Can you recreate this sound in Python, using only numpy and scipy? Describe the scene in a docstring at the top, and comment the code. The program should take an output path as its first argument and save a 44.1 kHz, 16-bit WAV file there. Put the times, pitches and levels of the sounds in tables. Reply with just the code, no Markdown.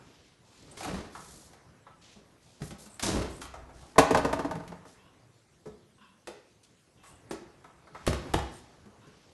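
"""Over a quiet hum in a tiled kitchen, a low rumble and a dull murmur of noise rise and fall; sleeves rustle.
Two large refrigerator doors are pulled open: palms ring steel handles, seals snap and let air rush in.
Hands, shelves and contents knock (damped modes with rattle), and low hums sound as the doors swing.
A plastic bottle topples in a door shelf and bounces to rest; plastic creaks by stick-slip clicks.
At last the doors are pushed shut, land on the cabinet and rebound. A nearby phone clips and limits the band."""
import sys
import numpy as np
from scipy import signal
from scipy.fft import rfft, irfft, next_fast_len
from scipy.io import wavfile
from scipy.ndimage import uniform_filter1d

SR = 44100
rng = np.random.default_rng(int(sys.argv[2]) if len(sys.argv) > 2 else 0)


def digitize_waveform(pressure):
    """Quantize a signal to 16-bit integers and store it at the path in sys.argv[1].

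    Rows of a 2-D input are taken as channels; values are limited to [-1, 1].
    """
    field = np.atleast_2d(pressure).T
    bounded = np.clip(field, -1, 1)
    quanta = np.round(bounded * 32767).astype(np.int16)
    wavfile.write(sys.argv[1], SR, quanta)


N = 411453

# low rumble, also under the bounces and the shutting doors, joined by straight lines: [start_s, level_db]
RUMBLE_LEVELS = [(0, -57.5), (.35, -74), (.85, -54.5), (1.7, -66), (2.572, -69.5), (3.3, -55),
                 (3.92, -61.5), (4.18, -39.5), (4.801, -59), (5.5, -76.5), (6.85, -80), (7.101, -63),
                 (7.869, -65), (8.29, -44), (8.7, -64), (9.33, -67)]
# colour of the low rumble and of the flexing doors: [frequency_hz, density_db]
RUMBLE_COLOUR = [(25, -11), (60, 5.5), (120, 4), (200, 3), (320, -47)]
# colour of the dull murmur: [frequency_hz, density_db]
MURMUR_COLOUR = [(120, -27.5), (250, 4), (600, -2), (1200, -5.5), (2200, -12.5), (4000, -28.5)]
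# colour of the background hum: [frequency_hz, density_db]
HUM_COLOUR = [(25, -34.5), (60, -20.5), (116, -8), (200, -15.5), (450, -20), (800, -30), (2500, -29.5),
              (6000, -31), (12500, -39)]
# sleeves and hands brush past; level before the swell: [start_s, length_s, level_db, centre_hz]
SWISHES = [(0, 0.43, -66, 3020), (0.438, 1, -63, 3900), (1.124, 0.44, -55, 6640), (2.013, 0.2, -60, 3430),
           (2.401, 0.38, -66.5, 4430), (2.632, 0.091, -52.5, 8100), (2.781, 0.12, -54.5, 7360),
           (3.29, 0.13, -58, 8000), (3.407, 0.051, -49, 6030), (3.732, 0.31, -64, 4770),
           (4.854, 0.13, -63.5, 5590), (6.631, 0.028, -60.5, 4910), (7.032, 0.11, -62, 6500),
           (7.933, 0.96, -63, 3500), (8.509, 0.12, -60, 6350), (8.989, 0.9, -70, 2980)]
# palm slides on a handle; levels before the swell: [start_s, length_s, upper_ring_db, lower_ring_db]
HANDLE_SLIDES = [(0.707, 0.033, -59, -64.5), (2.897, 0.099, -59, -61.5), (3.296, 0.13, -66, -61.5),
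                 (7.044, 0.16, -69.5, -68.5), (7.294, 0.051, -56.5, -78), (8.537, 0.057, -61.5, -71.5)]
# rings of the steel handle, upper first: [centre_hz, width_hz]
HANDLE_RINGS = [(8810, 380), (7740, 88)]
# door seals: [first_snaps_s, gap_opens_s, door_free_s, air_rush_db, first_crackle_db, free_crackle_db, flexing_db]
SEALS = [(0.769, 0.889, .95, -40.5, -48, -54.5, -42), (3.022, 3.066, 3.19, -36.5, -28, -50.5, -35)]
# rise before the gap opens: rush, flexing [db_per_s]
SEAL_RISES = (240, 420)
# fall once the door is free: rush, crackle, flexing [db_per_s]
SEAL_FALLS = (123.5, 150, 162.5)
# colour of the air rushing in: [frequency_hz, density_db]
RUSH_COLOUR = [(90, -45), (150, -8), (320, 3), (450, -6.5), (1040, -11.5), (4000, -24), (8000, -37)]
# colour of the peeling gasket: [frequency_hz, density_db]
PEEL_COLOUR = [(900, -3.5), (2200, -7.5), (5500, -1.5), (11000, -7.5), (13000, -29)]
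# knocks on the doors by hands, shelves and contents, and sharp snaps of the seals:
# [start_s, ring_db, tick_over_ring_db, strongest_pitch_hz]
KNOCKS_AND_SNAPS = [(0.771, -49.5, 6.5, 410), (0.806, -35.5, -5, 775), (0.831, -51, 15, 864),
                    (0.846, -34.5, -3, 774), (1.15, -35, -29, 1090), (1.532, -51, -1.5, 950),
                    (1.866, -44, -31, 1030), (2.158, -47.5, -35, 198), (2.604, -45.5, -16, 200),
                    (2.618, -33.5, -8, 156), (2.707, -39.5, -3.5, 152), (2.861, -53.5, 3.5, 231),
                    (2.995, -43, 10.5, 692), (3.031, -33, -1, 232), (3.158, -30, -28, 324),
                    (3.416, -40.5, 2, 1100), (3.453, -50, 7, 1100), (3.538, -37, -24.5, 785),
                    (3.69, -49.5, -22.5, 830), (3.826, -46, -24, 799), (5.656, -40.5, -34, 421),
                    (5.67, -45, -35, 167), (6.272, -35, -3.5, 474), (7.035, -50, -18.5, 1100),
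                    (7.058, -55.5, -9, 1900), (7.309, -31, -6.5, 340), (7.642, -45.5, -13, 1110),
                    (7.87, -44.5, -50, 890), (7.947, -38, -22, 950), (8.857, -49, -12, 250),
                    (9.068, -51.5, -30, 157)]
# modes of the door liner, lowest first: [frequency_hz, level_db, t60_s]
LINER_MODES = [(156.2, -5.5, 0.082), (207.3, -3.5, 0.5), (350, -0.5, 0.14), (419.6, -2, .22),
               (550, 0.5, 0.058), (753, 2.5, 0.055), (1135, -3, 0.1), (1291.5, -2, 0.25),
               (1677, -2.5, 0.066), (2020, -1, 0.11), (2670, -9, 0.13), (3570, -6.5, 0.15)]
# colour of the bright contact ticks: [frequency_hz, density_db]
TICK_COLOUR = [(500, -30), (1200, 4), (8000, -6), (13000, -9)]
# low modes of the cabinet body: [frequency_hz, level_db, t60_s]
BODY_MODES = [(66.5, -3, 0.43), (96.9, -2, 0.26), (147.4, 3.5, 0.12)]
# brief low hums as the doors swing; level before the swell: [start_s, length_s, level_db, pitch_hz]
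SWING_HUMS = [(3.17, 0.77, -53.5, 63), (4.45, 0.38, -45.5, 166), (5.201, 0.22, -64.5, 116.5),
              (5.656, 0.65, -68.5, 207)]
# the bottle on the shelf: [start_s, ring_db, tick_over_ring_db, strongest_pitch_hz]
BOUNCES = [(3.957, -34, -27.5, 868), (3.981, -5.5, -17, 585), (3.985, -23, 8, 460),
           (4.034, -23.5, -26, 640), (4.107, -17, -13, 450), (4.146, -12.5, -19, 730),
           (4.173, -20.5, -8, 460), (4.247, -16.5, -20, 457), (4.29, -31, -30, 900),
           (4.328, -20, -13.5, 640), (4.391, -24, -18, 373), (4.446, -25, -32, 280),
           (4.51, -28, -14.5, 874), (4.553, -34.5, -13, 616), (4.599, -41, -21, 634),
           (4.635, -44, -28, 453), (4.677, -56, 11, 1900), (4.718, -37.5, -41, 700), (4.851, -46, -17, 640),
           (4.89, -60, 3, 1000)]
# modes of the door shelf: [frequency_hz, level_db, t60_s]
SHELF_MODES = [(148, -9, 0.13), (281, -1.5, 0.29), (452.4, -1, 0.14), (643.5, -2.5, 0.17), (907, -2, 0.091),
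               (1002, -3.5, 0.06), (1219, -8, 0.11), (1415, -14.5, 0.12), (1494, -9, 0.1),
               (1826, -12.5, 0.12), (2657, -20, 0.13)]
# plastic parts scrape and creak; level before the swell: [start_s, length_s, level_db, upper_over_lower_rings_db]
SCRAPES = [(4.979, 0.18, -66, 0.5), (5.979, 0.2, -67, 0), (6.01, 0.072, -58.5, -5),
           (6.972, 0.1, -68.5, 11.5), (7.028, 0.18, -67, 4), (9.015, 0.16, -63, -7.5)]
# rings of the creaking plastic: [centre_hz, width_hz, level_db]
CREAK_RINGS = [(1054, 88, 1), (1440, 246, -1), (2770, 136, 0), (3207, 400, -2)]
# the doors land and rebound: [start_s, ring_db, tick_over_ring_db, thud_over_ring_db, strongest_pitch_hz]
SHUTS = [(8.066, -36.5, 9.5, -11, 1100), (8.076, -14, -12, -6.5, 300), (8.13, -25.5, -7.5, -12, 690),
         (8.337, -26.5, 0, -16, 1300), (8.341, -11.5, -24, -10.5, 550), (8.389, -27, -12, -14, 640)]
# modes of the cabinet where the doors land: [frequency_hz, level_db, t60_s]
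CABINET_MODES = [(235, -0.5, 0.061), (352, 4.5, 0.031), (452, 0, 0.022), (654, 8, 0.0046), (822, 2.5, 0.02),
                 (1112, -4, 0.03), (1780, 2, 0.011)]
# reverberation of the kitchen: [frequency_hz, t60_s]
KITCHEN_DECAY = [(100, 0.36), (260, 0.49), (700, 0.58), (1840, 0.56), (4850, 0.57), (11000, 0.2)]

HUM_DB = -65.5
MURMUR_DB, CALM_DB, MURMUR_SHARE = -61, -63, 0.74  # murmur level when rumble is at CALM_DB; share of its swells
SWISH_OCTAVES = 1.9  # between the -4 dB points
SEAL_TAIL_S = .25
GAP_HZ, GAP_WIDTH_HZ, GAP_DB = (1100, 300), 270, -5  # first and last pitch; width; level over rush
GAP_RISE_DB_PER_S = 160
KNOCK_THUD_DB, THUD_LOSS_DB = -4, 9.5  # over ring at the lowest liner mode; lost per octave of pitch
BOTTLE_THUD_DB = -18  # over ring
EDGE_HZ = 11800


def gain_of(db):
    """Level law: amplitude is ten to the power of dB over twenty."""
    return 10 ** (np.asarray(db) / 20)


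def evened(x):
    """Normalisation of power: scales x to rms 1."""
    return x / np.sqrt(np.mean(x ** 2) + 1e-20)


def read(points, hz):
    """Logarithmic frequency scale: interpolates a table between its points."""
    f, value = np.transpose(points)
    return np.interp(np.log(hz + 1), np.log(f + 1), value)


def add(mix, s, sound):
    """Superposition: mixes a sound in at s seconds."""
    part = mix[round(s * SR):][:len(sound)]
    part += sound[:len(part)]


def coloured(x, spectrum):
    """Linear filtering: weights the spectrum of x by the table, at rms 1."""
    size = next_fast_len(len(x))
    weights = gain_of(read(spectrum, np.fft.rfftfreq(size, 1 / SR)))
    return evened(irfft(rfft(x, size) * weights, size)[:len(x)])


def patchy(spectrum, patchy_db):
    """Non-stationary noise: its colour drifts in random patches of time and frequency."""
    frames = N // 128 + 5
    real, imaginary, patches = rng.standard_normal((frames, 257, 3)).T
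    patches = uniform_filter1d(patches, size=8, axis=0)  # over frequency
    patches = evened(uniform_filter1d(patches, size=20, axis=1))  # over time
    z = (real + 1j * imaginary) * gain_of(patchy_db * patches)
    noise = signal.istft(z, nperseg=512, noverlap=384)[1][:N]
    return coloured(noise, spectrum)


def stroke(length_s, band, grit_db):
    """Amplitude modulation: band noise made uneven by grit swells fast and fades."""
    u = np.arange(0, 1, 1 / (length_s * SR))
    noise, grit = rng.standard_normal((2, len(u)))
    grit = evened(uniform_filter1d(grit, size=300))
    swell = np.sin(np.pi * u ** 0.54) ** 0.75
    return coloured(noise, band) * gain_of(grit_db * grit) * swell


def resonate(x, hz, width):
    """Resonance: shifting the pitch to zero lets a one-pole low-pass follow the curve hz, at gain 1."""
    turn = np.exp(2j * np.pi * np.cumsum(hz * np.ones(len(x))) / SR)
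    r = np.exp(-np.pi * width / SR)
    return 2 * (turn * signal.lfilter([1 - r], [1, -r], x / turn)).real


def ring(modes, t, rise_s):
    """Modal decay: each mode is a close pair of damped sines with random levels and detuning; peak 1."""
    hz, db, t60 = np.transpose(modes)[:, :, None]
    rise = 1 - np.exp(-t / rise_s * (hz / 500) ** .6)  # low modes build more slowly
    sound = 0
    for spot, detune in rng.standard_normal((2, 2, len(modes), 1)):
        decay = gain_of(db + 2.7 * spot - 60 * t / t60)
        sound = sound + rise * decay * np.sin(2 * np.pi * hz * (1 + .013 * detune) * t)
    # extra weight at the start, fading fast: contact damps the first swings
    sound = sound.sum(0) * (1 + 2 * np.exp(-t / .013))
    return sound / abs(sound).max()


def blows(table, modes, rattle_db, rattle_s, spray, tail, rise_s, focus_db):
    """Impact excitation: each blow rings modes with a like-coloured rattle, a bright tick and a low thud."""
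    out, t = np.zeros(N), np.arange(SR // 2) / SR
    for s, db, tick_db, thud_db, pitch_hz in table:
        # the spot that is hit favours the modes near its pitch
        struck = np.array(modes, float)
        octaves = abs(np.log2(struck[:, 0] / pitch_hz))
        struck[:, 1] -= focus_db * np.sqrt(0.043 + octaves)

        peaks = struck[:, :2] - [0, struck[:, 1].max()]
        colour = [(60, -40), *peaks, (6000, -30), (12000, -42)]
        rattle = coloured(rng.standard_normal(len(t)), colour)
        rattle *= np.exp(-t / rattle_s) * (1 - np.exp(-2 * t / rise_s))

        tick = coloured(rng.standard_normal(len(t)), TICK_COLOUR)
        tick *= np.exp(-t / .002) + spray * np.exp(-t / .011) + tail * np.exp(-t / .045)
        tick *= 1 - np.exp(-4 * t / rise_s)

        body = ring(struck, t, rise_s) + gain_of(rattle_db) * rattle / abs(rattle).max()
        thud = gain_of(thud_db) * ring(BODY_MODES, t, 0.0025)
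        add(out, s, gain_of(db) * (body + gain_of(tick_db) * tick + thud))
    return out


def background_hum():
    """Steady-level noise: a low-weighted spectrum with a drifting colour forms a quiet hum."""
    return gain_of(HUM_DB) * patchy(HUM_COLOUR, 2.6)


def rumble_and_murmur():
    """Common modulation: low rumble and dull murmur rise and fall together, also under bounces and shuts."""
    rumble_db = np.interp(np.arange(N) / SR, *np.transpose(RUMBLE_LEVELS))
    murmur_db = MURMUR_DB + MURMUR_SHARE * (rumble_db - CALM_DB)
    rumble = gain_of(rumble_db) * patchy(RUMBLE_COLOUR, 2.5)
    murmur = gain_of(murmur_db) * patchy(MURMUR_COLOUR, 2.2)
    return rumble + murmur


def swishes():
    """Broadband friction: cloth and skin rub in short strokes."""
    out, edge = np.zeros(N), 2 ** (SWISH_OCTAVES / 2)
    for s, length, db, hz in SWISHES:
        band = [(hz / edge ** 2, -24), (hz / edge, -4), (hz, 0), (hz * edge, -4), (hz * edge ** 2, -24)]
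        add(out, s, gain_of(db) * stroke(length, band, grit_db=2.0))
    return out


def handle_slides():
    """Friction-excited resonance: skin sounds two rings of the steel handle."""
    out = np.zeros(N)
    for s, length, *levels in HANDLE_SLIDES:
        for db, (hz, width) in zip(levels, HANDLE_RINGS):
            half, skirt = width / 2, 4 * width
            band = [(hz - skirt, -30), (hz - half, -6), (hz, 0), (hz + half, -6), (hz + skirt, -30)]
            add(out, s, gain_of(db) * stroke(length, band, grit_db=5))
    return out


def seals():
    """Adhesive release and inflow: the gasket snaps loose, air rushes through the gap and the door flexes."""
    out = np.zeros(N)
    rush_rise, flex_rise = SEAL_RISES
    rush_fall, peel_fall, flex_fall = SEAL_FALLS
    for start, opens, free, rush_db, first_db, last_db, flex_db in SEALS:
        t = np.arange(start, free + SEAL_TAIL_S, 1 / SR)
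        before, after = np.maximum(opens - t, 0), np.maximum(t - free, 0)
        rush_gain = gain_of(rush_db - rush_rise * before - rush_fall * after)
        peel_gain = gain_of(np.interp(t, [start, free], [first_db, last_db]) - peel_fall * after)
        flex_gain = gain_of(flex_db - flex_rise * before - flex_fall * after)
        gap_gain = gain_of(rush_db + GAP_DB - GAP_RISE_DB_PER_S * before - rush_fall * after)

        air, snaps, size, low = rng.random((4, len(t)))
        # 3500 snaps per second on average, of random size and sign
        crackle = (snaps < 3500 / SR) * gain_of(-2.4 * np.log(size + 0.046)) * np.sign(air - .5)
        # the gasket gives way unevenly
        lumps = gain_of(3.2 * evened(uniform_filter1d(size - .5, size=350)))
        # the widening gap sings lower
        gap_hz = np.exp(np.interp(t, [start, free], np.log(GAP_HZ)))
        sing = gap_gain * evened(resonate(low - .5, gap_hz, GAP_WIDTH_HZ))

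        rush = rush_gain * coloured(air - .5, RUSH_COLOUR)
        peel = peel_gain * coloured(crackle, PEEL_COLOUR)
        flex = flex_gain * coloured(low - .5, RUMBLE_COLOUR)
        sound = lumps * (sing + rush) + np.sqrt(lumps) * peel + flex
        add(out, start, sound * signal.windows.tukey(len(t), .04))
    return out


def knocks_and_snaps():
    """Modal impact: knocks and seal snaps ring the door liner; lower-pitched ones carry more thud."""
    lowest_hz = LINER_MODES[0][0]
    table = []
    for s, db, tick_db, hz in KNOCKS_AND_SNAPS:
        thud_db = KNOCK_THUD_DB - THUD_LOSS_DB * np.log2(hz / lowest_hz)
        table.append((s, db, tick_db, thud_db, hz))
    return blows(table, LINER_MODES, rattle_db=1.5, rattle_s=0.017,
                 spray=0.52, tail=0.11, rise_s=0.004, focus_db=20)


def swing_hums():
    """Narrow-band noise: each brief low hum has one pitch as the doors swing."""
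    out = np.zeros(N)
    for s, length, db, hz in SWING_HUMS:
        band = [(hz / 2, -70), (hz / 1.25, -18), (hz, 0), (hz * 1.25, -18), (hz * 2, -70)]
        add(out, s, gain_of(db) * stroke(length, band, grit_db=-2.5))
    return out


def bottle_bounces():
    """Repeated impact: the toppled bottle strikes the modes of the door shelf until it rests."""
    table = [(s, db, tick_db, BOTTLE_THUD_DB, hz) for s, db, tick_db, hz in BOUNCES]
    return blows(table, SHELF_MODES, rattle_db=1.0, rattle_s=.012,
                 spray=0.59, tail=0.055, rise_s=0.0045, focus_db=5.5)


def scrapes():
    """Stick-slip: uneven clicks excite the resonances of the plastic."""
    out = np.zeros(N)
    for s, length, db, upper_db in SCRAPES:
        u = np.arange(0, 1, 1 / (length * SR))
        slip, size = rng.random((2, len(u)))
        clicks = (slip < 1500 / SR) * (size - .5)  # 1500 per second on average
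        bend = 1 + 0.044 * np.sin(2 * np.pi * (u + rng.random()))  # the part bends as it is rubbed
        rings = 0
        for hz, width, level in CREAK_RINGS:
            ringing = resonate(resonate(clicks, hz * bend, 2 * width), hz * bend, width)
            rings = rings + gain_of(level + upper_db * (hz > 2000)) * evened(ringing)
        swell = np.sqrt(np.sin(np.pi * u ** 0.32))
        add(out, s, gain_of(db) * evened(rings) * swell)
    return out


def door_shuts():
    """Heavily damped impact: the doors land on the cabinet and rebound."""
    return blows(SHUTS, CABINET_MODES, rattle_db=-4, rattle_s=0.004,
                 spray=0.3, tail=0.12, rise_s=.002, focus_db=11)


def kitchen(x):
    """Reverberation: sparse taps of random sign die at a speed set per band; three tails take turns."""
    out, at = np.zeros(N), np.arange(300, SR - 20, 20)
    for k in range(3):
        taps = np.zeros(SR)
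        taps[at + rng.integers(0, 20, len(at))] = rng.choice([-1., 1.], len(at))
        hz, t, z = signal.stft(taps, SR, nperseg=256)
        decay = gain_of(-60 * t / read(KITCHEN_DECAY, hz)[:, None])
        tail = signal.istft(z * decay, SR, nperseg=256)[1]
        # each turn is a 7 Hz cosine, a third of a cycle from the next
        turn = np.sqrt(2 / 3) * np.cos(2 * np.pi * (7 * np.arange(N) / SR + k / 3))
        out += signal.fftconvolve(x * turn, tail / np.linalg.norm(tail))[:N]
    return out


def scene():
    """Superposition: direct blows and friction, their share of the room, and the quiet background."""
    quiet = background_hum() + rumble_and_murmur()
    rubbing = swishes() + handle_slides() + seals() + swing_hums() + scrapes()
    knocking = knocks_and_snaps()
    bottle = bottle_bounces()
    shuts = door_shuts()
    wet = gain_of(-8) * rubbing + gain_of(-6.0) * knocking + gain_of(-9.5) * bottle + gain_of(-7.0) * shuts
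    return (quiet + rubbing + knocking + bottle + shuts + kitchen(wet))[None]


def record(dry):
    """Saturation and band limit: the phone clips the very highest peaks, then low-passes."""
    clipped = np.clip(dry, -.9, .9)
    low_pass = signal.firwin(255, EDGE_HZ, window=("kaiser", 9), fs=SR)
    return signal.oaconvolve(clipped, low_pass[None], "same")


dry = scene()
out = record(dry)
digitize_waveform(out)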